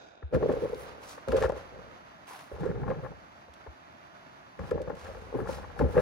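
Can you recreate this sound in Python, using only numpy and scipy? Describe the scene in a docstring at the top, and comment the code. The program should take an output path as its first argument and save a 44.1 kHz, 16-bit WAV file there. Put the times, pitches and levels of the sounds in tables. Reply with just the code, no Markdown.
"""A hand-held camera creaks and thumps during a few uneven steps on old, trodden snow beside a stream. With
each shift of weight the grip slips on the camera's housing (its shell), which rings right at the microphones.
Under the boots, ice grains crunch and hiss and the crust snaps. For the first third of a second dry leaves
rustle faintly in another place; then the scene changes and the water rushes softly behind the steps."""
import sys
import numpy as np
from scipy import signal
from scipy.fft import rfft, irfft, next_fast_len
from scipy.io import wavfile
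from scipy.ndimage import uniform_filter1d

SR = 44100
rng = np.random.default_rng(int(sys.argv[2]) if len(sys.argv) > 2 else 0)


def output_pcm(signal):
    """Save a mono or channel-first signal as 16-bit PCM at the path in sys.argv[1].

    Samples are clipped to [-1, 1] before scaling.
    """
    pcm = np.clip(np.atleast_2d(signal).T, -1, 1) * 32767
    wavfile.write(sys.argv[1], SR, np.round(pcm).astype(np.int16))


N = 265217
TIME = np.arange(N) / SR

# A mode is a pitch at which the housing likes to ring: low thuds, a hollow middle, high dry scrapes.
# Each row: pitch in Hz, width in Hz, relative level in dB, left minus right in dB, left lead in radians.
THUD_MODES = [(123.4, 58, -1.5, 5.6, 1.7), (167.6, 113, 1, 2, 1.81), (240.5, 140, -7, 5.8, 1.76)]
HOLLOW_MODES = [(387, 73, -10.5, -0.5, 1.6), (455.6, 104.3, 2, -1.5, 0.57), (504, 98.6, 6, 6, 0.74),
                (555.7, 79.4, -5, 5.5, 0.68)]
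SCRAPE_MODES = [(830, 226, 16, 13.7, -0.28), (1031, 130, 10, 7.9, -0.13), (1374, 357, 11.5, 10.1, -0.088),
                (1614, 254, 9.5, 2.6, 0.26), (2030, 560, -6, 1.6, 0.022)]
# How the leaves and the stream spread between left and right.
# Each row: frequency in Hz, left minus right in dB, likeness of the sides (0 to 1), left lead in radians.
SURROUNDINGS_STEREO = [(70, 7.5, 0.88, -0.5), (303, 0, 0.72, 1.12), (490, -2.5, 0.16, 2),
                       (780, -1.5, 0.69, -2.5), (1570, -6, 0.49, -2.5), (2190, -2, 0.29, -0.3),
                       (2680, -0.5, 0.25, 2), (3460, -2, 0.64, 4), (4300, -1, 0.53, 5),
                       (4780, -1.5, 0.6, 7), (6240, -2.5, 0.25, 12), (10460, 0, 0.76, 39)]


def from_db(db):
    """Turn decibels into a gain, a number to multiply a sound by."""
    return 10 ** (np.asarray(db) / 20)


def rms_one(x):
    """Scale a signal so that its average strength (rms) is 1."""
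    return x / np.sqrt(np.mean(np.abs(x) ** 2) + 1e-20)


def at_hz(points, hz, column=1):
    """Read one column of a table at any frequency, blending between rows on a log scale."""
    points = np.array(points)
    return np.interp(np.log(hz + 1), np.log(points[:, 0]), points[:, column])


def gain_curve(rows, fade_s=0.0067):
    """A gain that follows (seconds, dB) points and is silent outside them."""
    s, db = np.transpose(rows)
    fade = np.clip(1 + np.minimum(TIME - s[0], s[-1] - TIME) / fade_s, 0, 1)
    return fade * from_db(np.interp(TIME, s, db))


def swell(s, rise_db_per_s, hold_s, fall_db_per_s):
    """A gain that rises to 1 at time s, holds, then dies away."""
    early, late = np.maximum(s - TIME, 0), np.maximum(TIME - s - hold_s, 0)
    return from_db(-np.minimum(rise_db_per_s * early + fall_db_per_s * late, 200))


def together(swells, levels_db):
    """The joint gain of overlapping swells, whose powers add."""
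    return np.sqrt(from_db(levels_db) ** 2 @ np.square(swells))


def flutter(depth_db, lump_s):
    """A gain that wavers at random, in lumps about lump_s long."""
    wander = uniform_filter1d(rng.standard_normal(N), int(lump_s * SR))
    return from_db(depth_db * rms_one(wander))


def evened(x, window_s):
    """Steady the strength of a sound but keep its fine texture."""
    power = uniform_filter1d(np.mean(np.abs(x) ** 2, 0), int(window_s * SR))
    return x / np.sqrt(np.abs(power) + 0.014)


def add(out, s, sound):
    """Mix a short stereo sound in at time s."""
    i = round(s * SR)
    out[:, i:i + sound.shape[1]] += sound[:, :N - i]


def grains(per_s, spread_db, size=N):
    """Random clicks, most of them small and a few large."""
    born = rng.random(size) < per_s / SR
    heights = from_db(spread_db * np.minimum(rng.exponential(1, size), 4))
    return rms_one(born * heights * rng.choice([-1, 1], size)) + 1e-12


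def in_air(first, second, tone, stereo):
    """Blend two unrelated signals into one stereo sound with the given tone and left-right spread."""
    size = next_fast_len(N)
    hz = np.arange(size // 2 + 1) * SR / size
    pan_db, lead = at_hz(stereo, hz), at_hz(stereo, hz, column=3)
    alike = np.clip(at_hz(stereo, hz, column=2), 0, 1)
    left, unrelated = rfft(first, size), rfft(second, size)
    right = alike * np.exp(-1j * lead) * left + np.sqrt(1 - alike ** 2) * unrelated
    panned = np.array([left * from_db(pan_db / 2), right * from_db(-pan_db / 2)])
    pair = irfft(panned * from_db(at_hz(tone, hz)), size)[:, :N]
    return pair / pair.mean(0).std()


def leaves(level_db=-4, treble_hz=3900, dulling_db_per_s=75):
    """Dry leaves rustle in tiny clicks and grow duller as they settle."""
    # The tone of the rustle. Each row: frequency in Hz, relative level in dB.
    tone = [(30, -14), (130, -13.5), (500, -6), (700, -2), (1000, -11), (1250, -15), (1480, -6),
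            (1750, -17), (2050, -22.5), (2450, -16), (3000, -24), (3400, -20), (3750, -13.5), (4300, -27),
            (5100, -21), (5700, -28), (6400, -24), (8500, -47), (15000, -54)]
    # How the rustle fades. Each row: time in seconds, relative level in dB.
    loudness = [(0, -50), (.11, -53.5), (.2, -55.5), (.32, -58.5), (.34, -102)]
    rustle = in_air(grains(4200, 5.4), grains(6800, 1.7), tone, SURROUNDINGS_STEREO)
    dull = signal.sosfiltfilt(signal.butter(4, treble_hz, fs=SR, output="sos"), rustle)
    treble = (rustle - dull) * from_db(-dulling_db_per_s * np.maximum(TIME - .08, 0))
    return from_db(level_db) * gain_curve(loudness) * (dull + treble)


def housing(force, modes):
    """A force rings the housing's modes. The result is complex; its real part is the sound."""
    out, side = 0, np.array([[.5], [-.5]])
    for hz, width_hz, db, pan_db, lead in modes:
        pole = np.exp((2j * hz - width_hz) * np.pi / SR)
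        ring = rms_one(signal.lfilter([1], [1, -2 * pole, pole ** 2], force))  # pole twice: a soft start
        out = out + from_db(db + pan_db * side) * np.exp(1j * lead * side) * ring
    return rms_one(out)


def peak_one(ring):
    """Scale a ring so that the average of its two sides peaks at 1."""
    return ring / np.abs(ring.mean(0)).max()


def slip_runs(gap_s=.0105, jitter=0.059, arch_db=5):
    """The grip gives way in single slips or in quick, nearly even runs that are strongest in the middle."""
    # The creaks of the grip. Each row: start in seconds, number of slips,
    # relative levels in dB of the hollow ring and of the scrape, scrape pitch in Hz.
    runs = [(0.225, 1, -38, -40.5, 1470), (0.326, 1, -22, -43, 1400), (.335, 1, -18, -34, 1440),
            (.346, 1, -17, -30, 1440), (0.355, 1, -20.5, -31, 1230), (.363, 1, -14.5, -39, 1000),
            (.371, 1, -18, -44.5, 1000), (0.413, 1, -25, -46, 1000), (0.425, 1, -15, -26, 910),
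            (0.437, 1, -17, -42, 1000), (0.444, 1, -19.5, -45, 1000), (0.458, 1, -13.5, -36, 920),
            (0.493, 1, -11.5, -25.5, 936), (.504, 1, -16.5, -35, 1000), (.515, 3, -24.5, -41, 1300),
            (0.566, 1, -27, -53, 1000), (0.622, 2, -18, -51, 1004), (.646, 1, -19.5, -45, 970),
            (.654, 1, -17.5, -44, 970), (.701, 1, -41, -52, 1000), (0.731, 1, -21, -39, 1010),
            (1.177, 1, -35, -38, 1180), (1.276, 1, -22, -42, 1220), (1.283, 1, -22.5, -31, 1434),
            (1.291, 1, -23.5, -43, 1200), (1.304, 1, -31, -46, 1200), (1.319, 1, -30, -26, 1480),
            (1.327, 1, -18.5, -33, 1210), (1.334, 1, -15.5, -34, 1000), (1.344, 1, -12.5, -43, 990),
            (1.356, 1, -15.5, -33, 1670), (1.366, 1, -22.5, -30, 1270), (1.38, 1, -17, -28, 1110),
            (1.415, 1, -15, -31, 1600), (1.423, 1, -15, -24.5, 1600), (1.433, 1, -26, -18, 940),
            (1.442, 1, -13, -25, 1420), (1.453, 1, -20, -27, 1560), (1.461, 1, -27, -32, 1560),
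            (1.483, 1, -32, -41, 1420), (1.495, 1, -15.5, -23.5, 950), (1.521, 1, -21, -35, 1390),
            (1.566, 1, -29.5, -47, 1007), (2.306, 1, -48, -42, 850), (2.335, 2, -55, -44, 950),
            (2.39, 1, -57, -45, 1000), (2.515, 1, -30, -45, 1400), (2.631, 1, -24.5, -30.5, 1050),
            (2.643, 1, -30, -37, 1400), (2.654, 1, -23.5, -40, 1500), (2.661, 1, -18.5, -40, 1500),
            (2.674, 1, -27.5, -37.5, 1510), (2.689, 2, -27, -40, 1650), (2.712, 1, -26, -40, 1400),
            (2.753, 1, -35, -39, 1100), (2.775, 1, -35, -45, 990), (2.832, 1, -34.5, -31.5, 950),
            (2.877, 1, -44, -29, 930), (2.901, 1, -20.5, -32, 1680), (2.911, 1, -21, -26.5, 950),
            (2.922, 1, -23, -36, 1014), (3.034, 2, -29.5, -36, 1090), (3.051, 1, -46, -36.5, 1540),
            (3.059, 1, -38, -32, 1050), (3.119, 1, -37, -39, 890), (3.481, 1, -44, -47.5, 1140),
            (3.664, 1, -35.5, -38.5, 1000), (4.59, 1, -29.5, -34.5, 1180), (4.71, 1, -33, -31, 1360),
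            (4.715, 1, -17, -36, 1130), (4.726, 1, -22, -47, 1190), (4.753, 1, -21, -50, 1010),
            (4.776, 1, -21.5, -32.5, 984), (4.802, 2, -23.5, -54, 1000), (4.873, 1, -29, -39, 1190),
            (4.902, 1, -23.5, -34, 1310), (5.056, 2, -42.5, -37, 1660), (5.087, 3, -32.5, -43.5, 906),
            (5.146, 1, -52, -41, 1410), (5.169, 1, -41, -42, 1700), (5.325, 1, -28.5, -39, 920),
            (5.34, 1, -23.5, -35, 900), (5.35, 1, -21, -35.5, 880), (5.369, 1, -34.5, -39, 1700),
            (5.388, 1, -24, -34, 1000), (5.401, 1, -29, -33.5, 1640), (5.414, 1, -35, -38.5, 1100),
            (5.456, 1, -44, -33, 970), (5.471, 1, -42, -32, 1410), (5.489, 1, -21.5, -28, 890),
            (5.499, 1, -30.5, -35.5, 1200), (5.535, 1, -45, -38.5, 1040), (5.582, 1, -36, -33.5, 970),
            (5.605, 1, -55, -43, 1036), (5.63, 2, -39.5, -34.5, 1070), (5.699, 1, -47, -42, 1070),
            (5.763, 2, -41.5, -34.5, 895), (5.791, 1, -27, -24.5, 1420), (5.809, 1, -11.5, -23, 864),
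            (5.817, 1, -27, -28, 1080), (5.957, 1, -25, -34, 1680), (5.968, 1, -6.5, -21.5, 970),
            (5.977, 1, -11, -20.5, 1630), (5.987, 1, -8.5, -26, 1700), (5.997, 1, -15, -31, 1700)]
    slips = []
    for start, count, ring_db, scrape_db, pitch_hz in runs:
        for k in range(count):
            s = start + gap_s * k * (1 + jitter * rng.uniform(-0.89, 1))
            weaker_db = arch_db * ((2 * k + 1) / count - 1) ** 2
            slips.append((s, ring_db - weaker_db, scrape_db - weaker_db, pitch_hz))
    return slips


def slip(modes, decay_s, kick, size=4000):
    """One slip rings the housing: tiny stutters build up to a kick as the skin lets go, then die away."""
    age = TIME[:size] / decay_s
    force = grains(2500, 2.25, size) * age * np.exp(1 - age)
    force[round(decay_s * SR)] += kick
    return peak_one(housing(force, modes))


def gripped(ring):
    """The pressure of the fingers retunes the hollow ring and moves it sideways."""
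    # The effect of the grip. Each row: time in seconds, pitch shift in Hz, left minus right in dB.
    grip = [(0.327, 1, -2), (0.414, -4.5, -3.5), (0.429, -65, -4), (0.443, 14, -2.5), (0.463, -34, -4),
            (.497, 1, -3.5), (.65, -20, -3), (1.298, 14, -3), (1.35, 22, -4.5), (1.5, 24, -3.5),
            (2.551, 0, -7), (2.654, -48, -12), (2.838, -35.5, -11), (2.899, 18.5, -8), (4.721, -5.5, -3),
            (5.1, 35, -1.5), (5.355, -25.5, -2), (5.42, -90, -4), (5.492, 20.5, -0.5), (5.801, -2.5, -1.5),
            (5.975, -10.5, -1.5), (5.991, 8, -2)]
    s, shift_hz, pan_db = np.transpose(grip)
    retune = np.exp(2j * np.pi * np.cumsum(np.interp(TIME, s, shift_hz)) / SR)
    pan = from_db(np.interp(TIME, s, pan_db) * np.array([[.5], [-.5]]))
    return (ring * retune * pan).real


def creaks(slips, level_db=-3, early_s=0.00294):
    """Each slip falls in step with the ringing already there, so a run swells into one squeaky groan."""
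    out = np.zeros((2, N), complex)
    for s, db, *_ in slips:
        ring = slip(HOLLOW_MODES, decay_s=.0033, kick=14.8)
        i = round((s - early_s) * SR)
        phase = np.angle(np.vdot(ring[:, :N - i], out[:, i:i + ring.shape[1]]) + 1e-12)
        add(out, s - early_s, from_db(db + level_db) * np.exp(1j * phase) * ring)
    return gripped(out)


def scrapes(slips, thud_db=-20, focus_db_per_octave=14.5, damped_hz=3300):
    """The same slips rasp in the high modes and thud faintly in the low; the soft hand damps the treble."""
    out = np.zeros((2, N))
    for s, ring_db, scrape_db, pitch_hz in slips:
        # Modes far from the slip's own pitch ring less.
        modes = [(hz, width_hz, db - focus_db_per_octave * abs(np.log2(hz / pitch_hz)), *stereo)
                 for hz, width_hz, db, *stereo in SCRAPE_MODES]
        add(out, s, from_db(ring_db + thud_db) * slip(THUD_MODES, decay_s=0.0021, kick=6).real)
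        add(out, s, from_db(scrape_db) * slip(modes, decay_s=0.00197, kick=10.3).real)
    return signal.sosfilt(signal.butter(2, damped_hz, fs=SR, output="sos"), out)


def through_housing(x):
    """At some pitches between its modes the housing hardly moves, so the sound is weaker there."""
    # The weak bands. Each row: frequency in Hz, width in Hz, level change in dB.
    dips = [(293, 67, -2), (682, 170, -6)]
    for hz, width_hz, db in dips:
        notched = signal.lfilter(*signal.iirnotch(hz, hz / width_hz, fs=SR), x)
        x = notched + from_db(db) * (x - notched)
    return x


def thumps(sway_hz=71, width_hz=26.3, pan_db=1.5, lead=1.0):
    """A jolt rocks the camera in the hand for a few slow swings."""
    # The jolts. Each row: start in seconds, peak level in dB.
    jolts = [(0.232, -31), (0.354, -31), (1.282, -33), (1.437, -29.5), (2.517, -40.5), (3.131, -50),
             (3.484, -53), (3.672, -41), (4.596, -32.5), (4.72, -33.5), (5.806, -22), (5.834, -22.5)]
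    out, push = np.zeros((2, N)), signal.unit_impulse(SR // 4)
    ring = peak_one(housing(push, [(sway_hz, width_hz, 0, pan_db, lead)])).real
    for s, db in jolts:
        add(out, s, from_db(db) * ring)
    return out


def stream(level_db=3):
    """Countless small splashes blur into a soft, gently wavering rush."""
    # The tone of the water. Each row: frequency in Hz, relative level in dB.
    tone = [(25, -19), (70, -8.5), (130, -6.5), (300, -5), (480, -12), (650, -2), (900, -3.5), (1500, -7.5),
            (2000, -12), (3000, -18.5), (4400, -23.5), (6500, -28.5), (8200, -42.5), (12000, -38),
            (15800, -71)]
    # How loud the water is. Each row: time in seconds, relative level in dB.
    loudness = [(0.33, -57.5), (0.52, -53.5), (1.18, -57.5), (1.63, -56), (2.32, -59), (4.39, -59),
                (6.02, -57)]
    water = in_air(grains(20000, 1.0), grains(20000, 5.7), tone, SURROUNDINGS_STEREO)
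    return from_db(level_db) * gain_curve(loudness) * flutter(depth_db=0.8, lump_s=0.067) * water


def catching(per_s, decay_s, floor):
    """The gain of a rasp that comes in short catches with lulls between them."""
    catches = (rng.random(N) < per_s / SR) * rng.uniform(0.36, 1, N)
    bursts = signal.lfilter([1], [1, -np.exp(-1 / (decay_s * SR))], catches)
    return rms_one(np.hypot(floor, np.minimum(bursts, 1)))


def rubbing(grab_db_per_s=913, sway_lingers=1.34):
    """As the weight shifts, the hand rubs: dense friction clicks make the housing rumble and rasp."""
    # The shifts of weight. Each row: time in seconds, hold in seconds, fall in dB per second,
    # then relative levels in dB of the hollow ring, the thud, the scrape and the sway.
    shifts = [(0.341, 0.024, 380, -30, -31.5, -49, -38), (0.411, 0.12, 45, -32.5, -45, -48, -48.5),
              (1.303, 0.013, 300, -40, -43, -57, -38.5), (1.38, 0.024, 300, -33, -44, -49, -39.5),
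              (1.437, 0.037, 109, -33.5, -45.5, -39.5, -43.5), (1.733, 0.044, 69, -48, -56.5, -55, -60),
              (2.543, 0.076, 105, -45, -49.5, -47, -50.5), (2.621, 0.13, 72, -42.5, -40.5, -48, -47.5),
              (2.794, 0.063, 152, -46.5, -42.5, -50, -44), (2.88, 0.016, 107, -36.5, -38, -38, -59),
              (3.036, 0.021, 135, -46, -45.5, -50, -58.5), (4.602, 0.012, 129, -44, -41.5, -42, -45.5),
              (4.719, 0.0098, 129, -34.5, -38.5, -53, -42), (4.743, 0.014, 88, -36.5, -54, -48, -46.5),
              (4.882, 0.031, 202, -39, -44.5, -43, -65), (5.034, 0.14, 38, -48.5, -57.5, -50, -50.5),
              (5.355, 0.064, 109, -37, -41.5, -43, -52), (5.462, 0.013, 43, -46.5, -45.5, -47, -44),
              (5.807, 0.035, 185, -28.5, -30.5, -35.5, -31.5), (5.952, 0.072, 138, -30.5, -36, -33.5, -43)]
    # The camera's slow sway. Its one row has the same columns as THUD_MODES.
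    sway_modes = [(72.9, 57, 0, 4, 1)]
    friction = grains(900, 4.6)
    sway = evened(housing(friction, sway_modes), window_s=0.032).real
    thud = evened(housing(friction, THUD_MODES), window_s=0.08).real
    ring = gripped(evened(housing(friction, HOLLOW_MODES), window_s=0.0296))
    side = housing(grains(900, 1.5), SCRAPE_MODES) * [[1], [-1]]  # makes the microphones less alike
    middle = housing(grains(420, 1.55), SCRAPE_MODES)
    scrape = evened(middle + from_db(-13) * side, window_s=.08).real
    scrape *= catching(per_s=80, decay_s=0.0053, floor=0.54)
    pressure = [swell(s, grab_db_per_s, hold, fall) for s, hold, fall, *_ in shifts]
    rocking = [swell(s, grab_db_per_s, hold, fall / sway_lingers) for s, hold, fall, *_ in shifts]
    ring_db, thud_db, scrape_db, sway_db = np.transpose(shifts)[3:]
    rasp = together(pressure, ring_db + 3) * ring + together(pressure, scrape_db - 0.5) * scrape
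    rumble = together(pressure, thud_db + 8.5) * thud + together(rocking, sway_db + 8) * sway
    return rasp + rumble


def snow():
    """Ice grains break in clumps under a boot; brushing throws a finer spray, and a sliding sole hisses."""
    # Boots pressing or brushing the snow. Each row: time of full strength in seconds, rise in dB per
    # second, hold in seconds, fall in dB per second, relative levels in dB of crunch, spray and hiss.
    treads = [(0.346, 1202, 0.0052, 605, -45, -59, -66), (0.504, 127, 0.03, 79, -54, -64, -76),
              (0.62, 212, 0.034, 74, -55.5, -64.5, -78), (0.796, 200, 0.024, 170, -55, -56.5, -63),
              (0.88, 205, 0.013, 150, -52, -71, -76), (1.037, 497.5, 0.012, 300, -51, -60.5, -59),
              (1.094, 330, 0.021, 240, -52.5, -56, -49.5), (1.286, 996, 0.0069, 250, -47.5, -61, -62),
              (1.315, 900, 0.035, 203, -48, -59, -64), (1.364, 598, 0.084, 400, -43.5, -57.5, -54),
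              (1.566, 500, 0.015, 206, -53, -67, -64), (2.28, 1100, 0.073, 129, -50, -55.5, -59),
              (2.374, 398, 0.052, 150, -58.5, -64, -66), (2.526, 300.5, 0.016, 197, -73, -70, -78),
              (2.62, 77, 0.049, 124, -58, -74, -69), (2.897, 500, 0.011, 301, -57, -71, -77),
              (3.034, 601, 0.016, 300, -64, -70.5, -78), (4.677, 148, 0.018, 398, -53.5, -66, -65),
              (4.982, 500, 0.069, 35, -55, -68, -64), (5.381, 396, .02, 223.5, -71, -63, -80),
              (5.49, 495, 0.072, 208, -50, -58, -53.5), (5.787, 900, 0.018, 203, -53, -63.5, -66),
              (5.994, 99.5, 0.017, 201, -50.5, -56.5, -57)]
    # The tones of the crunch, the spray and the hiss. Each row: frequency in Hz, relative level in dB.
    crunch_tone = [(200, -9), (600, 4), (1000, 10.5), (1600, 2), (2800, -3), (4800, -10), (7000, -15.5),
                   (15500, -83)]
    spray_tone = [(1500, -11), (3500, 0.5), (6500, -5), (11000, 7), (13000, -2.5), (15800, -1)]
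    hiss_tone = [(1500, -29), (3500, -8.5), (5000, -4.5), (6800, -5.5), (9000, -12), (15800, -27)]
    # How the snow spreads between left and right, with the same columns as SURROUNDINGS_STEREO.
    stereo = [(200, -1, 0.99, -0.5), (506, 0, 0.62, 1.8), (895, 0, 0.33, -1), (1504, -6.5, 0.33, -1),
              (2510, -3, 0.25, 0.5), (3940, 4.5, 0.48, -6), (6850, -2, 0.77, -4.5), (8120, -1, 1, -1),
              (11640, 0, 0.31, -21)]
    load = [swell(*row[:4]) for row in treads]
    crunch_db, spray_db, hiss_db = np.transpose(treads)[4:]
    crunch = in_air(grains(5000, 3.1), grains(5000, 3.9), crunch_tone, stereo)
    spray = in_air(grains(14000, 3.4), grains(9800, 5.0), spray_tone, stereo)
    hiss = in_air(grains(4000, 2.1), grains(4000, 5.1), hiss_tone, stereo)
    crunch *= together(load, crunch_db)
    spray *= together(load, spray_db - 6)
    hiss *= together(load, hiss_db - 5)
    return flutter(depth_db=1.5, lump_s=0.009) * (crunch + spray + hiss)


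def crust(level_db=7, side_db=-5, low_hz=900, wet_ice_hz=8500, size=2000):
    """The icy crust snaps in short bursts of tiny cracks; wet ice takes the edge off them."""
    # The snaps. Each row: start in seconds, relative level in dB, treble limit in Hz, decay in seconds.
    snaps = [(.347, -54, 3500, .003), (0.355, -51, 3000, .004), (.426, -62, 1800, 0.0043),
             (.518, -57, 5000, 0.0028), (0.522, -54, 4800, 0.01), (0.622, -52, 3510, .003),
             (0.746, -48, 4590, 0.0028), (1.134, -52, 5050, 0.0022), (1.2845, -38.5, 3600, 0.0022),
             (1.319, -36.5, 2400, 0.0055), (1.365, -45, 3960, 0.0068), (1.368, -41.5, 5000, 0.0046),
             (1.408, -44, 4500, 0.0019), (1.424, -34, 2500, 0.007), (1.435, -47, 4900, 0.0083),
             (1.447, -45, 4000, 0.0035), (1.461, -55, 6000, .002), (1.492, -49, 5500, 0.0037),
             (1.502, -49, 5000, 0.0026), (1.52, -48, 4000, 0.0023), (2.272, -51, 4000, 0.0031),
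             (2.289, -53, 4200, .01), (2.39, -49.5, 2630, 0.016), (2.607, -59, 8000, .004),
             (2.657, -48, 2500, .003), (3.538, -55, 5000, 0.0051), (4.593, -51.5, 3040, .004),
             (4.71, -42, 4120, 0.0031), (4.817, -52, 7400, 0.0051), (4.951, -58, 8100, 0.0049),
             (4.994, -49, 4000, .004), (5.047, -53, 3500, 0.0036), (5.066, -51, 2500, .004),
             (5.148, -56, 3000, .003), (5.791, -44, 3500, 0.0054)]
    out = np.zeros((2, N))
    for s, db, top_hz, decay_s in snaps:
        band = signal.butter(1, [low_hz, top_hz], "band", fs=SR, output="sos")
        middle, side = grains(9000, 3.0, size), grains(9000, 3.0, size)
        cracks = (middle + from_db(side_db) * side * [[1], [-1]]) * np.exp(-TIME[:size] / decay_s)
        add(out, s, from_db(db + level_db) * signal.sosfilt(band, cracks))
    return signal.sosfilt(signal.butter(1, wet_ice_hz, fs=SR, output="sos"), out)


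def knocks(width_hz=55, pan_db=2.0, lead=1.5):
    """A fingertip lands on the housing, which answers with a short, dull ring."""
    # The finger taps. Each row: start in seconds, peak level in dB, pitch in Hz.
    taps = [(.36, -28, 308), (.497, -30.5, 250), (1.288, -34, 235), (2.608, -33, 161), (2.632, -33, 325),
            (2.699, -30, 170), (2.775, -36.5, 169), (2.82, -32, 150), (2.885, -32.5, 164), (2.98, -33, 147),
            (5.352, -30.5, 284), (5.414, -37, 260), (5.822, -22, 254)]
    out, push = np.zeros((2, N)), signal.unit_impulse(SR // 8)
    for s, db, hz in taps:
        ring = peak_one(housing(push, [(hz, width_hz, 0, pan_db, lead)])).real
        add(out, s, from_db(db) * ring)
    return out


def scene():
    """Mix the hand on the housing, the boots in the snow, the stream and the leaves."""
    slips = slip_runs()
    hand = through_housing(creaks(slips) + scrapes(slips) + rubbing()) + thumps() + knocks()
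    return hand + snow() + crust() + stream() + leaves()


def record(dry, ceiling=0.37, low_hz=48, top_hz=15800):
    """Trim the deepest rumble, round off the highest peaks and cut the very top of the treble."""
    trimmed = signal.sosfilt(signal.butter(3, low_hz, "high", fs=SR, output="sos"), dry)
    rounded = ceiling * np.tanh(trimmed / ceiling)
    return signal.sosfilt(signal.ellip(10, .1, 80, top_hz, fs=SR, output="sos"), rounded)


dry = scene()
out = record(dry)
output_pcm(out)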